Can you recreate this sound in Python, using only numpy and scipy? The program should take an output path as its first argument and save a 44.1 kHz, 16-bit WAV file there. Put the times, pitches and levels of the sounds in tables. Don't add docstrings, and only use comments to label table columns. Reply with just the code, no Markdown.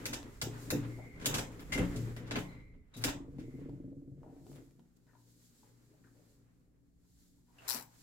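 import sys
import numpy as np
from scipy import signal
from scipy.fft import rfft, irfft
from scipy.io import wavfile
from scipy.ndimage import uniform_filter1d

SR = 44100
rng = np.random.default_rng(int(sys.argv[2]) if len(sys.argv) > 2 else 0)


def wrap_up_sound(samples):
    columns = np.atleast_2d(samples).T
    tamed = np.clip(columns, -1, 1)
    steps = np.round(tamed * 32767).astype(np.int16)
    wavfile.write(sys.argv[1], SR, steps)


def gain_from_db(level_db):
    decades = np.asarray(level_db, float) / 20
    return 10 ** decades


N = 353682


def band(x, lo_hz, hi_hz, order=2):
    return signal.sosfilt(signal.butter(order, [lo_hz, min(hi_hz, .45 * SR)], "bandpass", fs=SR, output="sos"), x)


def unit(x):
    return x / np.sqrt(np.mean(x ** 2))


def ring(x, hz, t60):
    pole = np.exp(2j * np.pi * hz / SR - np.log(1000) / (max(t60, .01) * SR))
    return signal.lfilter([1], [1, -pole], x).imag


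def walk(rate):
    k = int(SR / rate)
    steps = np.repeat(rng.standard_normal(N // k + 1), k)
    return unit(uniform_filter1d(uniform_filter1d(steps, k), k)[:N])


def coloured(points, channels=2):
    hz, db = np.transpose(points)
    gain = gain_from_db(np.interp(np.log(np.fft.rfftfreq(N, 1 / SR) + 1), np.log(hz), db))
    return unit(irfft(rfft(rng.standard_normal((channels, N))) * gain, N))


def curve(table):
    s, db = np.transpose(table)
    return gain_from_db(np.interp(np.arange(N) / SR, s, db))


def swells(s, db, rise, fall):
    t = np.linspace(0, N / SR, num=4096)[:, None]
    climb = (s - t) / np.maximum(rise, .01)
    sink = (t - s) / np.maximum(fall, .01)
    gain = gain_from_db(db - 20 * np.maximum(climb, sink)).sum(axis=1)
    return np.interp(np.arange(N) / SR, t[:, 0], gain)


def evened(x):
    spectrum = rfft(x)
    power = uniform_filter1d(np.abs(spectrum) ** 2, size=5)
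    return irfft(spectrum / np.sqrt(power), x.shape[-1])


def add(out, s, sound):
    i = int(s * SR)
    out[..., i:i + sound.shape[-1]] += sound[..., :N - i]


def ports(mid, side):
    return np.array([mid + side, mid - side])


def panned(sound, db, pan_db):
    return gain_from_db(db + np.array([[pan_db], [-pan_db]]) / 2) * sound


def motor_hum():
    # line in Hz, level in dB rms.
    hum_lines = [(59, -83), (119, -76.5), (177, -78.5), (240, -80.5), (283, -81.5)]
    # frequency in Hz, density in dB per Hz.
    still_air = [(15, -31), (25, 2.5), (97, -14), (134, 5), (212, -6.5), (270, -0.5), (516, -21),
                 (714, -20), (1100, -38), (1330, -49), (8360, -38), (14800, -40), (16000, -43.5)]
    t = np.arange(N) / SR
    hum = np.zeros(N)
    for hz, db in hum_lines:
        level = gain_from_db(db + 4 + 1.8 * walk(6.7))
        hum += level * np.sin(2 * np.pi * hz * t + 0.54 * walk(3.3))
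    return ports(hum, .2 * hum) + gain_from_db(-73.5) * coloured(still_air)


def strap():
    # peak in seconds, peak level in dB, seconds to rise 20 dB, seconds to fall 20 dB.
    brushes = [(0, -70.5, .1, 0.7), (.62, -68, 0.33, 0.86), (1.38, -52.5, 0.04, 0.08), (1.52, -79, -1, 1),
               (1.83, -73.5, 0.2, 0.5), (2.01, -70.5, 0.3, 0.22), (2.389, -60.5, -0.09, .12),
               (3.1, -54.5, 0.07, -0.02), (3.46, -81.5, 0.33, 0.67), (4.51, -76, 0.32, 0.35),
               (4.97, -82, -0.4, -0.05), (5.3, -84, 0.37, 0.5), (5.46, -77.5, 0.46, 0.85),
               (6.25, -83.5, 0.6, 0.5), (7.21, -79, 0.3, 0.4), (7.774, -56.5, 0.1543, -0.14),
               (8.02, -71.5, 0.28, .1)]
    # frequency in Hz, density in dB per Hz.
    fabric = [(900, -27.5), (1600, -8.5), (2600, -12), (4200, -2.5), (6000, -3.5), (7300, 1), (9000, -6.5),
              (12500, -5.5), (16000, -11)]
    return swells(*np.transpose(brushes)) * gain_from_db(7 + 1.1 * walk(22)) * coloured(fabric)


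def car_body(force):
    # frequency in Hz, level in dB, t60 in seconds.
    modes = [(118, -3.5, 0.91), (147.46, -8, 0.53), (179.4, -9, 0.44), (237.8, -7.5, 0.29), (266, -5, 0.25),
             (284.4, -3, 0.32), (308, -5.5, 0.24), (349.4, -6.5, 0.13), (393.3, -6.5, 0.14),
             (421.5, -8.5, 0.24), (468, -8, 0.15), (498.6, -9, 0.18), (557, -16.5, 0.48),
             (614, -15.5, 0.032)]
    rings = np.array([gain_from_db(db) * ring(force, hz, t60) for hz, db, t60 in modes])
    side_db = -15.5
    lean = gain_from_db(side_db) * (0.71 + np.array(modes)[:, 0] / 200 * (-1) ** np.arange(len(modes)))
    return ports(rings.sum(axis=0), lean @ rings)


def door_travel():
    # time in seconds, rumble in dB.
    travel = [(0, -37), (.24, -49.5), (.46, -73), (.76, -40), (1.14, -53.5), (1.25, -40), (1.6, -51.5),
              (2.1, -50), (2.52, -47), (2.9, -87), (3.0, -57.5), (3.42, -62.5), (4.05, -73), (4.3, -64.5),
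              (4.87, -71), (6.1, -66.5), (6.8, -75.5), (8.02, -74.5)]
    # time in seconds, level in dB.
    sway = [
        (0, -58.5),
        (2.3, -55),
        (2.78, -60),
        (2.97, -70),
        (3.2, -56),
        (4.55, -68.5),
        (4.75, -76.5),
        (5.85, -85),
        (6.95, -72.5),
        (8.02, -80.5),
    ]
    # peak in seconds, rumble in dB, lurch relative to it in dB,
    # scrape relative to it in dB, seconds to fall 20 dB.
    shudders = [(.1, -51.5, -24, -19.5, 1), (.54, -52, -15, -13, 0.35), (1.364, -33.5, -14, -12, 0.0648),
                (1.631, -50, -14, -15.5, -0.8), (1.799, -31, -7, -17.5, 0.1558),
                (1.92, -37, -17, -30.5, 0.35), (2.391, -36, -20.5, -9, 0.01), (2.74, -59.5, -5, -32, 0.17),
                (3.089, -35.5, -4.5, -11, 0.0075), (3.6, -57.5, -13, -18, 0.21),
                (4.57, -62, -11, -15, 0.13), (5.65, -71, -12, -13, 0.36), (6.17, -74.5, -16, -13, 0.5),
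                (7.62, -73.5, -14, 3, 0.3), (7.76, -63, -16, 10, 0.08), (7.99, -79.5, -14, 0, 1)]
    rise = 0.09
    pivot_db, scrape_rel_db, scrape_slope = -60, -21.5, 0.93
    effort = curve(travel)
    s, db, lurch_db, scrape_db, fall = np.transpose(shudders)
    rumble = effort + swells(s, db, rise, fall)
    deep = curve(sway) + swells(s, db + lurch_db, rise, fall)
    scrape = gain_from_db(pivot_db + scrape_rel_db) * (effort / gain_from_db(pivot_db)) ** scrape_slope
    scrape = scrape + swells(s, db + scrape_db, rise, fall)

    noise = rng.standard_normal((4, N))
    lumps = noise[2:] * gain_from_db(2.8 * walk(45))
    shake = 0.751 * car_body(lumps[0]) + 22 * ports(lumps[1], 0.82 * lumps[0])
    shake = rumble * unit(band(shake, 100, 480, order=3))
    lurch = ports(noise[0], -.2 * noise[0] + 0.2 * noise[1])
    lurch = deep * unit(band(lurch, 11.0, 62))
    grit = scrape * gain_from_db(2 * walk(30)) * unit(band(rng.standard_normal((2, N)), 320, 2000))
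    return gain_from_db(-2.0) * shake + gain_from_db(2.5) * lurch + gain_from_db(5.5) * grit


def clicks():
    # start in seconds, treble peak in dB, middle relative to treble in dB,
    # top relative to treble in dB, rattle length in seconds.
    latches = [(0.0558, -29, -4.5, -15, 0.0029), (0.1288, -30, -3, -27.5, 0.0081),
               (0.4152, -26.5, -5.5, -16, 0.0032), (0.7037, -26.5, -4, -9.5, 0.0015),
               (1.201, -52.5, 1, -21.5, 0.0051), (1.214, -48, 6, -23, 0.014),
               (1.246, -44.5, 6, -20, 0.0029), (1.2582, -22, -4.5, -11, 0.0023),
               (1.342, -24.5, -14, -20, 0.0023), (1.3816, -29, 0.5, -24, 0.0075),
               (1.595, -52, 1.5, -4, 0.0095), (1.722, -29, -2.5, -22, 0.017),
               (1.777, -35.5, 5.5, -27, 0.0052), (1.961, -41, -20, -17, 0.0074),
               (2.1645, -50, 6, -12, 0.021), (2.268, -53.5, -10, -21, 0.013),
               (2.31, -37.5, 6.5, -36, 0.0095), (2.357, -42, 14, -8, 0.0093),
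               (2.941, -52.5, -2.5, -30, 0.004), (2.9655, -46, -16, -5.5, 0.015),
               (3.014, -47, 0, -6, 0.0098), (3.039, -22, -6.5, -12, 0.0035), (3.079, -36, 6, -25, 0.018),
               (3.384, -56, 3.5, -17, 0.034), (4.552, -63.5, -5, -2, 0.0047), (7.583, -66.5, 7, -19, 0.009)]
    out, t = np.zeros((2, N)), np.arange(4096) / SR
    for s, db, mid_db, top_db, length in latches:
        ticks = rng.standard_normal((3, len(t))) * gain_from_db(4.06 * rng.exponential(size=len(t)))
        ticks[:, :12] *= 4
        ticks = evened(ticks * np.exp(-t / max(length, .0005)))
        ticks = ticks * np.exp(-t / max(3 * length, .002))
        ticks = ticks / np.sqrt(np.sum(ticks ** 2))
        treble = unit(band(ticks[0], 2160, 8440)) / 200
        middle = unit(band(ticks[1], 300, 2680)) / 200
        top = unit(band(ticks[2], 6170, 17000)) / 200
        tone = treble + gain_from_db(mid_db + 1) * middle + gain_from_db(top_db + 4.0) * top
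        add(out, s, panned(tone, db + 25.0, 0.1))
    return out


def knocks():
    # start in seconds, peak in dB, centre in Hz, deep part relative in dB, push length in seconds.
    pushes = [(0.056, -40.5, 289, -29, 0.02), (0.136, -40.5, 283, -17, 0.015),
              (0.425, -30, 123, -10, 0.013), (0.469, -32, 367, -16, 0.017), (0.722, -21, 300, -23.5, 0.02),
              (0.724, -28.5, 413, -25, 0.022), (0.728, -23.5, 116.4, -25, 0.01),
              (0.979, -42, 109, -15, 0.0038), (1.162, -43, 300, -18.5, .02),
              (1.272, -28, 126, -19.5, 0.0088), (1.35, -34, 118, -20, 0.015),
              (1.394, -31.5, 118, -20.5, 0.01), (1.754, -29.5, 266, -9, 0.01),
              (1.789, -20.5, 179, -16, 0.025), (1.762, -28, 416, -20, .003), (1.781, -30.5, 400, -20, .004),
              (1.803, -28.5, 330, -20, .008), (1.81, -27, 125, -19, 0.012), (1.951, -32.5, 118, -19, 0.01),
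              (2.204, -39, 283, -21, 0.0037), (2.31, -32, 110, -20, 0.0071),
              (2.372, -29, 206.5, -23, 0.014), (2.958, -34, 106, -8, 0.029),
              (3.048, -27.5, 340, -7.5, 0.01), (3.073, -36, 280, -12.5, 0.0081),
              (3.384, -36, 268, 3, 0.0047), (3.548, -42, 290, -20, .004), (3.591, -42.5, 290, -20, 0.0042),
              (3.694, -43, 291, -20, .004), (3.927, -45.5, 290, -20, .004), (4.262, -44, 300, -20, .004),
              (4.463, -47, 401, -20, .003), (4.789, -51, 242, -32, 0.0065), (7.74, -43, 242, -30, 0.01),
              (7.755, -51, 244, -40, 0.0036)]
    force, lurch, t = np.zeros(N), np.zeros(N), np.arange(8192) / SR
    for s, db, hz, deep_db, length in pushes:
        push = rng.standard_normal(len(t)) * np.exp(-t / max(length, .001))
        push = push / np.sqrt(np.sum(push ** 2))
        focus = band(push, hz / 1.17, hz * 1.116, order=1)
        focus = focus * 0.0044 * np.sqrt(hz / np.sum(focus ** 2))
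        add(force, s, gain_from_db(db - 6.5) * (focus + 0.41 * push))
        add(lurch, s, gain_from_db(db + deep_db + 38.0) * band(push, 22, 70))
    return band(car_body(force), 110, 810, order=3) + ports(lurch, .2 * lurch)


def whine():
    # peak in seconds, peak level in dB, seconds to rise 20 dB, seconds to fall 20 dB, centre in Hz.
    squeals = [(.3, -76, .4, .2, 1985), (.93, -73, .1, .5, 2100), (1.0, -75, .3, .4, 2130),
               (1.08, -70, .25, .3, 2130), (1.16, -77, .3, .15, 2115), (1.46, -66, .17, .05, 2145),
               (1.79, -62, .12, .2, 2060), (1.97, -72, .4, .3, 2060), (2.171, -60, .01, .06, 1907),
               (2.47, -66, .25, .25, 2075), (2.58, -76, .3, .25, 2110), (2.68, -80, .3, .15, 2100),
               (2.86, -94, .2, .1, 2064), (3.4, -77, .02, .3, 2076), (3.55, -78, .2, .2, 2096)]
    s, db, rise, fall, hz = np.transpose(squeals)
    phase = 2 * np.pi * np.cumsum(np.interp(np.arange(N) / SR, s, hz)) / SR
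    low = signal.butter(2, 60, fs=SR, output="sos")
    a = unit(signal.sosfilt(low, rng.standard_normal((2, N))))
    b = unit(signal.sosfilt(low, rng.standard_normal((2, N))))
    core = a * np.cos(phase) + b * np.sin(phase)
    halo = unit(band(rng.standard_normal((2, N)), 1950, 2330, order=3))
    return swells(s, db + 2, rise, fall) * (core + 0.7 * halo)


def track_ticks():
    # start in seconds, peak in dB, treble relative in dB, left minus right in dB.
    contacts = [(0.23, -48.5, 0, 1), (1.199, -50.5, -4, 0), (2.166, -42, -5, -9), (3.384, -48, -15.5, -8),
                (3.695, -45, -21, 2), (4.017, -64, -28.5, 0), (4.232, -44.5, -28, -5),
                (4.467, -43, -17.5, 1), (4.517, -44, -20, 2), (4.531, -52, -8, 0), (4.545, -59, -14, -2),
                (4.56, -44.5, -13.5, 2), (4.566, -52, -8, 0), (4.709, -56.5, -8.5, -5),
                (4.795, -47.5, -19.5, -6), (5.068, -59.5, -12.5, -13.5), (5.152, -60, -25, -3),
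                (7.475, -74.5, -3, -7), (7.584, -57, -7, 2)]
    out, t = np.zeros((2, N)), np.arange(2048) / SR
    for s, db, treble_db, pan_db in contacts:
        blow = 0.65 * rng.standard_normal((2, len(t))) * np.exp(-t / 0.002)
        blow[:, 0] = 7
        thud = band(blow[0], 340, 870)
        edge = gain_from_db(treble_db - 1.5) * band(blow[1], 1100, 3700, order=1)
        add(out, s, panned(thud + edge, db + 6, pan_db))
    return out


def taps():
    # start in seconds, peak in dB, pitch in Hz, t60 in seconds.
    hollow_taps = [(2.311, -45, 3930, 0.09), (2.48, -73.5, 4050, 0.57), (2.937, -59, 3830, 0.24),
                   (2.957, -56.5, 3840, 0.21), (.986, -52.5, 680, 0.15), (5.069, -76.5, 1590, 0.38),
                   (5.088, -77, 1800, 0.15), (5.075, -78.5, 950, 0.22), (5.133, -67.5, 1000, 0.062),
                   (5.152, -60, 950, 0.031), (5.165, -75, 990, 0.17), (5.631, -70, 934, 0.14),
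                   (5.934, -73, 680, .12), (6.038, -70.5, 1630, 0.23), (6.069, -73.5, 1180, 0.13),
                   (4.232, -65, 715, 0.83), (6.15, -72.5, 468, 0.73), (7.043, -82, 917, 0.072),
                   (7.381, -85, 970, .1), (7.481, -80, 980, 0.54), (7.585, -60, 2770, 0.14),
                   (7.701, -52, 930, 0.09), (7.736, -51, 925, 0.13), (7.805, -58, 910, 0.11)]
    spread_hz, scuff_db, scuff_fade_hz = 120, -4, 1700
    out, t = np.zeros(N), np.arange(SR // 2) / SR
    for s, db, hz, t60 in hollow_taps:
        noise = rng.standard_normal((2, len(t)))
        tap = unit(band(noise[0], hz - spread_hz, hz + spread_hz))
        scuff = unit(band(noise[1], hz / 1.8, hz * 1.2))
        tap = tap + gain_from_db(scuff_db) * min(scuff_fade_hz / hz, 1) ** 2 * scuff
        add(out, s, gain_from_db(db - 60 * t / max(t60, .01)) * tap)
    return np.array([out, out])


def rail_judder():
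    # start in seconds, peak in dB.
    hits = [
        (1.7198, -49),
        (1.7245, -40.5),
        (1.735, -43.5),
        (1.746, -42),
        (1.757, -48),
        (1.779, -47),
        (1.794, -47),
        (2.345, -50),
        (2.356, -55),
    ]
    # frequency in Hz, level in dB, t60 in seconds.
    rail_modes = [(2065, 6.5, .075), (2115, 6, 0.096), (2360, -5, .06), (2790, -3.5, .07), (3105, -9, .06),
                  (4650, -14, 0.045), (7000, -15, .05), (10430, -14.5, .05)]
    out, t = np.zeros(N), np.arange(SR // 2) / SR
    onset = np.minimum(t / .001, 1)
    for s, hit_db in hits:
        for (hz, db, t60), turn in zip(rail_modes, rng.random(len(rail_modes))):
            tone = np.sin(2 * np.pi * (hz * t + turn)) * onset
            add(out, s, gain_from_db(hit_db + db - 60 * t / t60) * tone)
    return np.array([out, out])


def roller():
    # time in seconds, level in dB.
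    rolling = [
        (3.15, -36),
        (3.2, -49),
        (3.73, -46),
        (4.016, -51.5),
        (4.458, -54.5),
        (4.543, -50),
        (4.754, -69),
        (4.793, -62),
        (4.95, -87),
    ]
    # frequency in Hz, level in dB, t60 in seconds.
    mount_modes = [(142.9, -1.5, 0.16), (184.5, -11, 0.33), (280, 2.5, 0.08), (330, -7, 0.1),
                   (446.8, -12.5, 0.099), (554, -21.5, 0.087)]
    bumps_per_s = 22
    s, db = np.transpose(rolling)
    chance = rng.standard_normal((60, 2))
    force, t = 0.23 * rng.standard_normal(N), np.arange(2048) / SR
    starts = s[0] + np.cumsum(1 + .2 * chance[:, 0]) / bumps_per_s
    for start, size in zip(starts, chance[:, 1]):
        add(force, start, gain_from_db(1.45 * size) * rng.standard_normal(len(t)) * np.exp(-t / .008))
    sound = sum(gain_from_db(gain_db) * ring(force, hz, t60) for hz, gain_db, t60 in mount_modes)
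    gain = gain_from_db(np.interp(np.arange(N) / SR, s, db, left=-120, right=-120))
    loudness = np.std(sound[int(s[0] * SR):int(s[-1] * SR)])
    return gain * band(ports(sound, 0.3 * np.roll(sound, 40)), 100, 560, order=4) / loudness


def ratchet():
    # start in seconds, peak in dB.
    teeth = [(7.6795, -26), (7.6822, -18), (7.6898, -16.5), (7.6982, -16), (7.706, -15.5), (7.7135, -18.5),
             (7.7214, -20), (7.7293, -20), (7.738, -21.5), (7.7461, -21.5), (7.7534, -25), (7.761, -26),
             (7.769, -27), (7.777, -30), (7.786, -31), (7.797, -33), (7.81, -34), (7.825, -34)]
    # low edge in Hz, high edge in Hz, level in dB.
    tooth_bands = [(750, 1160, -3), (1150, 3350, -5.5), (3920, 6400, 4), (6470, 8600, 1.5),
                   (8550, 15000, 2)]
    snaps, t = np.zeros(N), np.arange(256) / SR
    for s, db in teeth:
        chatter = .22 * rng.standard_normal(len(t)) * np.exp(-t / .002)
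        chatter[0] = 1
        add(snaps, s, gain_from_db(db + 3.5) * chatter)
    sound = np.zeros(N)
    for k, (lo_hz, hi_hz, db) in enumerate(tooth_bands):
        sound += (-1) ** k * gain_from_db(db) * band(snaps, lo_hz, hi_hz, order=4)
    return np.array([sound, gain_from_db(-7) * np.roll(sound, int(.0008 * SR))])


def car_echo(dry):
    # band centre in Hz, t60 in seconds.
    car_t60 = [(750, 0.39), (1500, 0.25), (3000, 0.25), (6000, 0.24), (12000, 0.2)]
    early_span_s, early_db, tail_db, direct_db = .014, -6, -18.5, -2
    t = np.arange(SR // 2) / SR
    noise = rng.standard_normal((2, len(t)))
    tail = sum(band(noise, hz / np.sqrt(2), hz * np.sqrt(2)) * gain_from_db(-60 * t / t60) for hz, t60 in car_t60)
    tail = tail * (1 - np.exp(-t / .002)) * gain_from_db(tail_db - 1.5)
    for place, size in rng.random((10, 2, 2)):
        tail[[0, 1], (place * early_span_s * SR).astype(int)] += gain_from_db(early_db) * (2 * size - 1)
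    tail[:, 0] += gain_from_db(direct_db) * np.array([1, -1])
    spectrum = rfft(tail)
    power = np.abs(spectrum) ** 2
    level = np.sqrt(uniform_filter1d(power, size=2500) / uniform_filter1d(power, size=200))
    tail = irfft(spectrum * level)[:, :SR // 3]
    return signal.fftconvolve(dry, tail, axes=1)[:, :N]


def scene():
    hum, rustle = motor_hum(), strap()
    door = door_travel() + knocks() + whine() + roller()
    ticks, tapped, teeth = track_ticks(), taps() + rail_judder(), ratchet()
    wet = clicks() + gain_from_db(-6) * ticks + gain_from_db(-6.0) * tapped + gain_from_db(-7.5) * teeth
    return hum + rustle + door + ticks + tapped + teeth + car_echo(wet)


def top_cut(x):
    return signal.sosfilt(signal.butter(12, 16520, fs=SR, output="sos"), x)


def record(dry):
    x = signal.sosfilt(signal.butter(2, 18, "highpass", fs=SR, output="sos"), dry)
    x = signal.sosfilt(signal.ellip(8, .2, 60, 15900, fs=SR, output="sos"), x)
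    return top_cut(x)


dry = scene()
out = record(dry)
wrap_up_sound(out)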